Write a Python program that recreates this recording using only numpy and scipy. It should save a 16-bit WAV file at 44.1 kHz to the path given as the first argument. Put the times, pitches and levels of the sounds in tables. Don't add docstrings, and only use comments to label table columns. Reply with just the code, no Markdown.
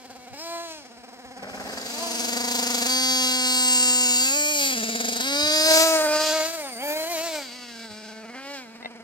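import sys
import numpy as np
from scipy import signal
from scipy.fft import rfft, irfft, next_fast_len
from scipy.io import wavfile
from scipy.ndimage import uniform_filter1d, map_coordinates

SR = 44100
rng = np.random.default_rng(int(sys.argv[2]) if len(sys.argv) > 2 else 0)


def int16_out(signal):
    q = np.round(np.clip(np.atleast_2d(signal).T, -1, 1) * 32767)
    wavfile.write(sys.argv[1], SR, q.astype(np.int16))


N = 398223


def gain_of(db):
    return 10 ** (np.asarray(db) / 20)


def unit_rms(x):
    return x / np.sqrt(np.mean(x ** 2) + 1e-20)


def level_at(spectrum, hz):
    freqs, db = np.transpose(spectrum)
    return np.interp(np.log(hz + 1), np.log(freqs + 1), db)


def curves(rows):
    times, *columns = np.transpose(rows)
    return [np.interp(np.arange(N) / SR, times, column) for column in columns]


def impulses(events, height):
    out = np.zeros(N)
    for at_s, value in events:
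        out[round(at_s * SR)] = height(value)
    return out


def drift(seconds):
    span = max(round(seconds * SR), 1)
    return unit_rms(uniform_filter1d(uniform_filter1d(rng.standard_normal(N), span), span))


def stereo_noise(spectrum):
    size = next_fast_len(N)
    shape = gain_of(level_at(spectrum, np.fft.rfftfreq(size, 1 / SR)))
    return unit_rms(irfft(rfft(rng.standard_normal((2, size))) * shape, size)[:, :N])


def ring(x, modes, widen=0.85, drift_db=0.):
    out = 0
    for k, (hz, width, db) in enumerate(modes):
        pole = np.exp((2j * np.pi * hz - np.pi * width * widen) / SR)
        once = signal.lfilter([1 - abs(pole)], [1, -pole], x)
        twice = signal.lfilter([1 - abs(pole)], [1, -pole], once).real
        out = out + (-1) ** k * gain_of(db + np.roll(drift_db, k * SR)) * twice
    return unit_rms(out)


def gliding_ring(x, hz, width):
    carrier = np.exp(2j * np.pi * np.cumsum(hz) / SR)
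    r = np.exp(-np.pi * width / SR)
    return unit_rms((carrier * signal.lfilter([(1 - r) ** 2], [1, -2 * r, r * r], x / carrier)).real)


def field_hush():
    # (frequency [Hz], density [dB])
    spectrum = [(100, -23), (200, -10.5), (400, -10), (1000, -17.5), (2300, -22.5), (5000, -51),
                (9000, -28), (16000, -55)]
    return gain_of(-56) * stereo_noise(spectrum)


def wind():
    # (frequency [Hz], density [dB])
    spectrum = [(30, -54), (60, -1.5), (100, -7), (170, -9), (240, -17), (400, -70)]
    # (time [s], level [dB])
    gusts = [(0.0, -69), (0.98, -72), (1.63, -57.5), (2.4, -72), (5.28, -66), (8.73, -85), (9.03, -71)]
    puff_hits = [(0.329, -57), (5.448, -49), (7.919, -59)]
    puffs = signal.oaconvolve(impulses(puff_hits, gain_of), np.hanning(round(0.078 * SR)), "same")
    lumps = gain_of(curves(gusts)[0] + 12 * np.tanh(0.45 * drift(0.069) + .5 * drift(0.035)))
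    return stereo_noise(spectrum) * (lumps + 2.2 * puffs) * gain_of([[-1.5], [1.5]])


def wood_echo(x, t60=0.86, first_s=0.016):
    count = SR // 40
    at = 20 * np.arange(count) + rng.integers(0, 20, (2, count))
    returns = rng.choice([-1., 1.], at.shape) * gain_of(-60 * at / SR / t60) * (at > first_s * SR)
    taps = np.zeros((2, SR // 2))
    np.put_along_axis(taps, at, returns, 1)
    return signal.oaconvolve(x, taps / np.linalg.norm(taps[0]), axes=1)[:, :N]


def knock():
    # (time [s], level [dB])
    contacts = [(8.8273, -35), (8.8474, -32), (8.8583, -26)]
    # (frequency [Hz], level [dB], t60 [s])
    modes = [(699, 4, 0.02), (2060, -1, 0.044), (2690, -12, 0.047), (3740, -1, 0.019)]
    t = np.arange(3000) / SR
    tap = sum(gain_of(db - 60 * t / t60) * np.sin(2 * np.pi * hz * t) for hz, db, t60 in modes)
    x = signal.oaconvolve(impulses(contacts, gain_of), tap * np.minimum(t / 0.00068, 1))[:N]
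    return np.array([gain_of(2.5) * np.roll(x, -18), x])


def burble(spells, run_s, full_depth_db=8):
    runs, burbling = [], np.zeros(N)
    for first, last, gap, depth_db in spells:
        at = np.linspace(first, last, round((last - first) / gap) + 1)
        slip, vary = rng.standard_normal((40, 2))[:len(at)].T
        runs += zip(at + .0012 * slip, depth_db * (1 + .08 * vary))
        span = slice(max(round((first - gap) * SR), 0), round((last + gap) * SR))
        burbling[span] = min(depth_db / full_depth_db, 1) ** 2
    run_shape = signal.windows.tukey(round(run_s * SR), .7)
    burn_db = signal.oaconvolve(impulses(runs, float), run_shape, "same")
    burn_db -= uniform_filter1d(burn_db, round(0.0506 * SR))
    return burn_db, uniform_filter1d(burbling, round(.07 * SR))


def exhaust_levels(exhaust, on_song, hz):
    lift_shares = (1, 1.76, 0.31)
    first_db, lift_db = curves(exhaust)
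    song_hz, *song_db = np.transpose(on_song)
    return [first_db] + [first_db + np.interp(hz, song_hz, db) + share * lift_db
                         for db, share in zip(song_db, lift_shares)]


def pipe_rasp(hz, turns, slope_db, noisy, uneven):
    # (frequency [Hz], level [dB])
    pipe = [(800, 24.5), (1100, 10.5), (1300, 12.5), (1600, 16), (2000, 11.5), (2300, 19), (2800, 4),
            (3600, 6.5)]
    orders = np.arange(4, 14)[:, None]
    gains = gain_of(level_at(pipe, orders * hz) + slope_db * np.log2(np.minimum(orders, 8)))
    waver = drift(.045)[(np.arange(N) + orders * SR // 2) % N]
    gains *= gain_of((1 + .75 * orders * noisy) * waver)
    harmonics = (gains * np.cos(2 * np.pi * orders * turns - 0.2914 * orders ** 2)).sum(0)
    turbulence = ring(rng.standard_normal(N), [(500, 600, 0), (1700, 1500, 0)])
    return harmonics / np.linalg.norm(gains, axis=0) + (.06 + 2.4 * uneven) * turbulence


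def firing_blows(hz, turns, uneven, rattle_s=.004):
    age = (turns % 1) * SR / hz
    force = gain_of((1.1 + 9 * uneven) * rng.uniform(-1, 1, N)[turns.astype(int)])
    blow = unit_rms(np.sinc(.8 * (age - 6)) * (age < 12) * force)
    chatter = rng.standard_normal(round(rattle_s * SR))
    chatter *= np.linspace(1, 0, len(chatter))
    return blow, unit_rms(signal.oaconvolve(blow, chatter)[:N])


def engine_body(body, blow, rattle, rush, noisy, swell_db, shake_db, side):
    # (frequency [Hz], width [Hz], level [dB])
    case = [(2677, 540, 5), (3366, 236, 4), (3984, 410, 8), (4616, 610, 6), (5317, 480, 5)]
    fins = [(5900, 1400, -11), (6860, 710, -5.5), (7470, 820, -7), (8520, 1110, -14)]
    intake = [(10100, 1120, -7.5), (11540, 690, -2.5), (13700, 2600, -6)]
    case_db, hiss_db = curves(body)
    fin_db = case_db + 4 + 0.61 * np.minimum(hiss_db, -4)
    parts = [(case, blow, noisy, case_db + .3 * swell_db),
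             (fins, rattle, noisy ** .85, fin_db + 3.5 * side + .55 * swell_db),
             (intake, rattle, noisy ** .6, case_db + hiss_db + .5 * side + .55 * swell_db)]
    out = 0
    for modes, drive, noise_share, db in parts:
        struck = np.sqrt(1 - noise_share) * ring(drive, modes, 1, shake_db)
        blown = np.sqrt(noise_share) * ring(rush, modes, 1.8, shake_db)
        out += gain_of(db) * (struck + blown)
    return out


def narrow_rings(rings, blow, rush, haze, swell_db):
    t = np.arange(N) / SR
    out = 0
    for table, steady_hz, width, swell, noise in rings:
        db, *glide = curves(table)
        hz = glide[0] if glide else np.full(N, steady_hz)
        level = gain_of(db + swell * swell_db) * (t > table[0][0]) * (t < table[-1][0])
        out += level * gliding_ring(blow + (noise + haze) * rush, hz, width)
    return out


def engine(speed, exhaust, on_song, body, distance_haze, path, spells, rings, run_s, sputter=0):
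    (hz,), (lag, slope_db), (haze,) = curves(speed), curves(path), curves(distance_haze)
    hz = uniform_filter1d(hz, round(.03 * SR))
    burn_db, burbling = burble(spells, run_s)
    noisy = np.maximum(np.maximum(haze, .38 * burbling), sputter)
    uneven = np.maximum(.01 + .1 * haze + .07 * burbling, sputter)
    *order_db, rasp_db = exhaust_levels(exhaust, on_song, hz)

    push = np.cumsum(burn_db) / SR
    hz = hz + 285 * (push - uniform_filter1d(push, round(.06 * SR)))
    bumps = (.0025 + .006 * haze ** 2) * drift(.04)
    blur = .03 * haze ** 3 * drift(.008)
    turns = np.cumsum(hz * (1 + bumps + blur + .08 * uneven * drift(.004))) / SR
    strength = gain_of(uniform_filter1d(13 * uneven * rng.uniform(-1, 1, N)[turns.astype(int)], 60))

    pipe = sum(gain_of(order_db[k] + swell * burn_db) * np.cos(2 * np.pi * (k + 1) * turns + 1.2 * k)
               for k, swell in enumerate((.45, .95, .9)))
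    pipe += gain_of(rasp_db + 0.47 * burn_db) * pipe_rasp(hz, turns, slope_db, noisy, uneven)

    blow, rattle = firing_blows(hz, turns, uneven)
    port_pulse = .5 + np.exp(-(turns % 1) / 20)
    swell_db = np.roll(burn_db, round(0.0023 * SR))
    shake_db = 1.3 * drift(.1)
    sway = gain_of(1.6 * np.sqrt(haze) * drift(0.014))
    shared_noise = rng.standard_normal(N)
    channels = []
    for side in (.5, -.5):
        rush = unit_rms(port_pulse * (0.5 * shared_noise + rng.standard_normal(N)))
        metal = engine_body(body, blow, rattle, rush, noisy, swell_db, shake_db, side)
        metal += narrow_rings(rings, blow, rush, haze, swell_db)
        sound = sway * (np.sqrt(2) * strength * pipe + metal)
        channels.append(map_coordinates(sound, [np.arange(N) - side * lag], order=3))
    return np.array(channels)


def far_buggy():
    speed = [(0, 254), (.32, 247.3), (.436, 335.6), (.65, 338.4), (.794, 299), (.86, 247), (.93, 232.5),
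             (1, 243.9), (1.64, 262), (1.9, 263.8), (2.03, 342.4), (2.18, 319.6)]
    exhaust = [(0, -55, -2.5), (.32, -54.5, -0.5), (.36, -50, -1.5), (.55, -45, 2.5), (.9, -55.5, -4),
               (1.6, -48, -1), (1.9, -48.5, -6.5), (2.03, -47, 4), (2.18, -47, -7), (2.5, -53, 0)]
    on_song = [(236, -1.5, 6.4, 0.45), (284, 1.5, 3.9, -0.78), (360, 9.5, 0.81, 1.6)]
    body = [(0, -54.5, -11), (.32, -53.5, -14), (.4, -46, -9.5), (.72, -42.5, -13.5), (.9, -56, -15),
            (1.36, -55.5, -13), (2.0, -38, -11), (2.5, -60, -8)]
    haze = [(1.4, .2), (1.5, .6)]
    path = [(0, 2.86, -4.5), (1.4, 6.44, -5)]
    spells = [(.052, .161, .0545, 12), (.279, .339, .06, 12), (.859, .976, .058, 9.5),
              (1.041, 1.136, .048, 11.5), (1.196, 1.727, .059, 11.5)]
    # (time [s], level [dB])
    whine = [(.33, -59), (.41, -38), (.6, -69), (1.55, -60), (1.65, -56), (1.85, -60)]
    rings = [(whine, 5200, 350, .3, .3)]
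    fade = np.clip((exhaust[-1][0] - np.arange(N) / SR) / .2, 0, 1)
    return engine(speed, exhaust, on_song, body, haze, path, spells, rings, run_s=.031) * fade


def near_buggy(settles_s=1.87):
    # (time [s], firing rate [Hz])
    speed = [(1.4, 199.6), (1.75, 211), (1.86, 234.6), (2.33, 237.4), (2.44, 243.3), (2.84, 242.5),
             (2.9, 257.5), (4.186, 249.3), (4.314, 270.7), (4.37, 293.6), (4.522, 298.6), (4.72, 261.7),
             (4.79, 220.9), (5.0, 233.8), (5.2, 235.6), (5.25, 268.3), (5.45, 301.4), (5.85, 325.3),
             (6.1, 303.4), (6.45, 313.7), (6.54, 336), (6.77, 221.4), (6.85, 292.2), (7.05, 321.4),
             (7.11, 354.7), (7.18, 308), (7.26, 344.7), (7.42, 276.3), (7.5, 235.2), (7.57, 250.7),
             (7.77, 228.6), (7.84, 230.2), (7.9, 212), (8.27, 221.3), (8.4, 270.1), (8.54, 285.2),
             (8.62, 252.8), (8.68, 219.5), (8.8, 234.2), (9.03, 228.7)]
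    # (time [s], first order [dB], overtone lift toward the microphone [dB])
    exhaust = [(1.34, -84, -6), (1.39, -53, -9), (1.47, -52, 0.5), (1.75, -51, -2.5), (1.86, -45.5, -2.5),
               (2.35, -35.5, -4.5), (3.22, -34.5, -4), (4.11, -36, -5), (4.55, -39, -4), (4.78, -34, -6),
               (5.18, -38, -4), (5.3, -33.5, -7.5), (5.666, -33, -3), (5.69, -31, 1), (6.42, -38.5, 1.5),
               (6.5, -45, -2), (6.66, -45, 1.5), (6.75, -48.5, -0.5), (6.83, -40.5, 1), (7.39, -43, -0.5),
               (7.45, -48.5, -6.5), (8.2, -45, -5), (8.55, -46, -3), (8.71, -50, -7.5), (9.03, -49, -4)]
    # (firing rate [Hz], second [dB], third [dB], rasp [dB])
    on_song = [(218, -1, 4, -2), (266.4, -2, 2, 5), (279.4, 6.5, 5.5, 4), (309.4, 10, -1.5, 4.5)]
    # (time [s], case ring [dB], hiss relative to it [dB])
    body = [(1.35, -82, -23), (1.5, -56.5, -5.5), (2.2, -34, -5.5), (2.85, -29.5, -6.5),
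            (2.908, -27.5, -7.5), (3.3, -25.5, -10), (4.55, -33, -2), (4.66, -28, -5), (4.76, -35.5, -5.5),
            (5.04, -36.5, -6.5), (5.5, -28.5, -10), (5.75, -23.5, -6), (5.98, -32, -4.5), (6.08, -39, -6),
            (6.27, -25, -12.5), (6.79, -53, 2), (6.85, -45, 8), (7.36, -37, -7), (7.48, -43.5, -17.5),
            (8.05, -45.5, -16.5), (8.25, -55, -13.5), (8.57, -43, -17), (8.671, -56.5, -18),
            (9.03, -56.5, -16)]
    # (time [s], share [0-1])
    haze = [(4.5, .045), (4.66, .25), (4.75, .09), (5.62, .2), (5.72, .5), (7.4, .55), (7.55, .38),
            (8.4, .36)]
    # (time [s], lag of the left channel [samples], rasp slope [dB/octave])
    path = [(1.4, -8.5, 0.5), (4.1, -8.5, -3), (4.9, -11, 11.5), (5.799, -7.5, -10.5), (6.05, -4, -13.5),
            (6.4, 2.5, -14), (6.9, 6, 12), (7.5, -0.5, 3.5), (8.3, -2, 1), (9, -5, -2)]
    # (first run [s], last run [s], spacing [s], depth [dB])
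    spells = [(1.505, 1.648, .0477, 6), (1.694, 2.153, .0417, 8), (2.203, 2.372, .042, 8),
              (2.408, 2.483, .037, 8), (2.515, 2.862, .0386, 8.5), (3.242, 4.164, .0256, 1.9),
              (4.729, 4.777, .048, 5.5), (4.833, 4.957, .062, 9.5), (5.007, 5.051, .044, 10),
              (5.089, 5.205, .038, 10), (7.764, 7.851, .029, 3), (8.04, 8.125, .042, 4.5),
              (8.249, 8.352, .052, 6.5), (8.757, 9.008, .05, 8.5)]
    # (time [s], level [dB], frequency [Hz])
    ping = [(1.5, -67, 4740), (1.75, -45, 4734), (2.2, -34.5, 4740), (2.87, -30.5, 4750),
            (2.895, -22, 4650), (3.15, -22.5, 4620), (3.5, -31.5, 4294), (4.1, -27, 4560),
            (4.22, -23.5, 4650), (4.4, -51, 4860)]
    whine = [(4.2, -41, 4630), (4.35, -31.5, 4830), (4.5, -41, 5020), (4.65, -26.5, 4740), (4.8, -38, 4960),
             (5.25, -36, 4950), (5.45, -25.5, 4940), (5.75, -27, 4990), (5.95, -40, 4892),
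             (6.25, -31, 4917), (6.6, -44, 4720), (7.45, -41, 4640), (8.25, -56, 4410)]
    growl = [(3.2, -43, 2780), (3.6, -38.5, 2760), (4.2, -34, 2740), (4.45, -32, 2390), (4.9, -46, 2700)]
    # (time [s], level [dB])
    bark = [(4.6, -86), (4.8, -46), (5.2, -41), (5.5, -28), (5.75, -41)]
    chime = [(1.8, -58), (2.3, -40.5), (3.15, -38), (3.4, -60)]
    shrill = [(3.68, -50), (3.73, -27.5), (4.45, -25), (4.75, -36), (5.2, -38), (5.35, -56.5)]
    piercing = [(2.9, -50), (3.3, -32), (3.72, -20), (4.2, -23.5), (4.35, -30), (5.35, -55)]
    sizzle = [(4.2, -65), (4.6, -47.5), (5.3, -43.5), (5.75, -29), (6.3, -46.5), (6.7, -43), (7.5, -75)]
    pipe_note = [(7.55, -79), (7.75, -52), (8.15, -52), (8.3, -83)]
    # (table, steady pitch [Hz], width [Hz], swell in a run [share], noise beside the blows [gain])
    rings = [(ping, None, 400, .95, .1), (whine, None, 300, .15, .2), (growl, None, 150, .2, .05),
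             (bark, 3870, 200, .2, .35), (chime, 6550, 400, .7, .4), (shrill, 7020, 300, 1.15, .15),
             (piercing, 7570, 400, .9, .15), (sizzle, 8900, 420, .6, 1.2),
             (pipe_note, 1550, 160, .3, .05)]
    t = np.arange(N) / SR
    sputter = .75 * np.clip((settles_s - t) / .15 + .5, 0, 1)
    sound = engine(speed, exhaust, on_song, body, haze, path, spells, rings, run_s=.023, sputter=sputter)
    return sound * (t > exhaust[0][0])


def scene():
    buggies = far_buggy() + near_buggy()
    return buggies + gain_of(-15) * wood_echo(buggies) + wind() + field_hush() + knock()


def record(dry, cutoff_hz=15900):
    lowpass = signal.firwin(511, cutoff_hz, window=("kaiser", 9), fs=SR)
    return signal.oaconvolve(dry, lowpass[None], "same")


dry = scene()
out = record(dry)
int16_out(out)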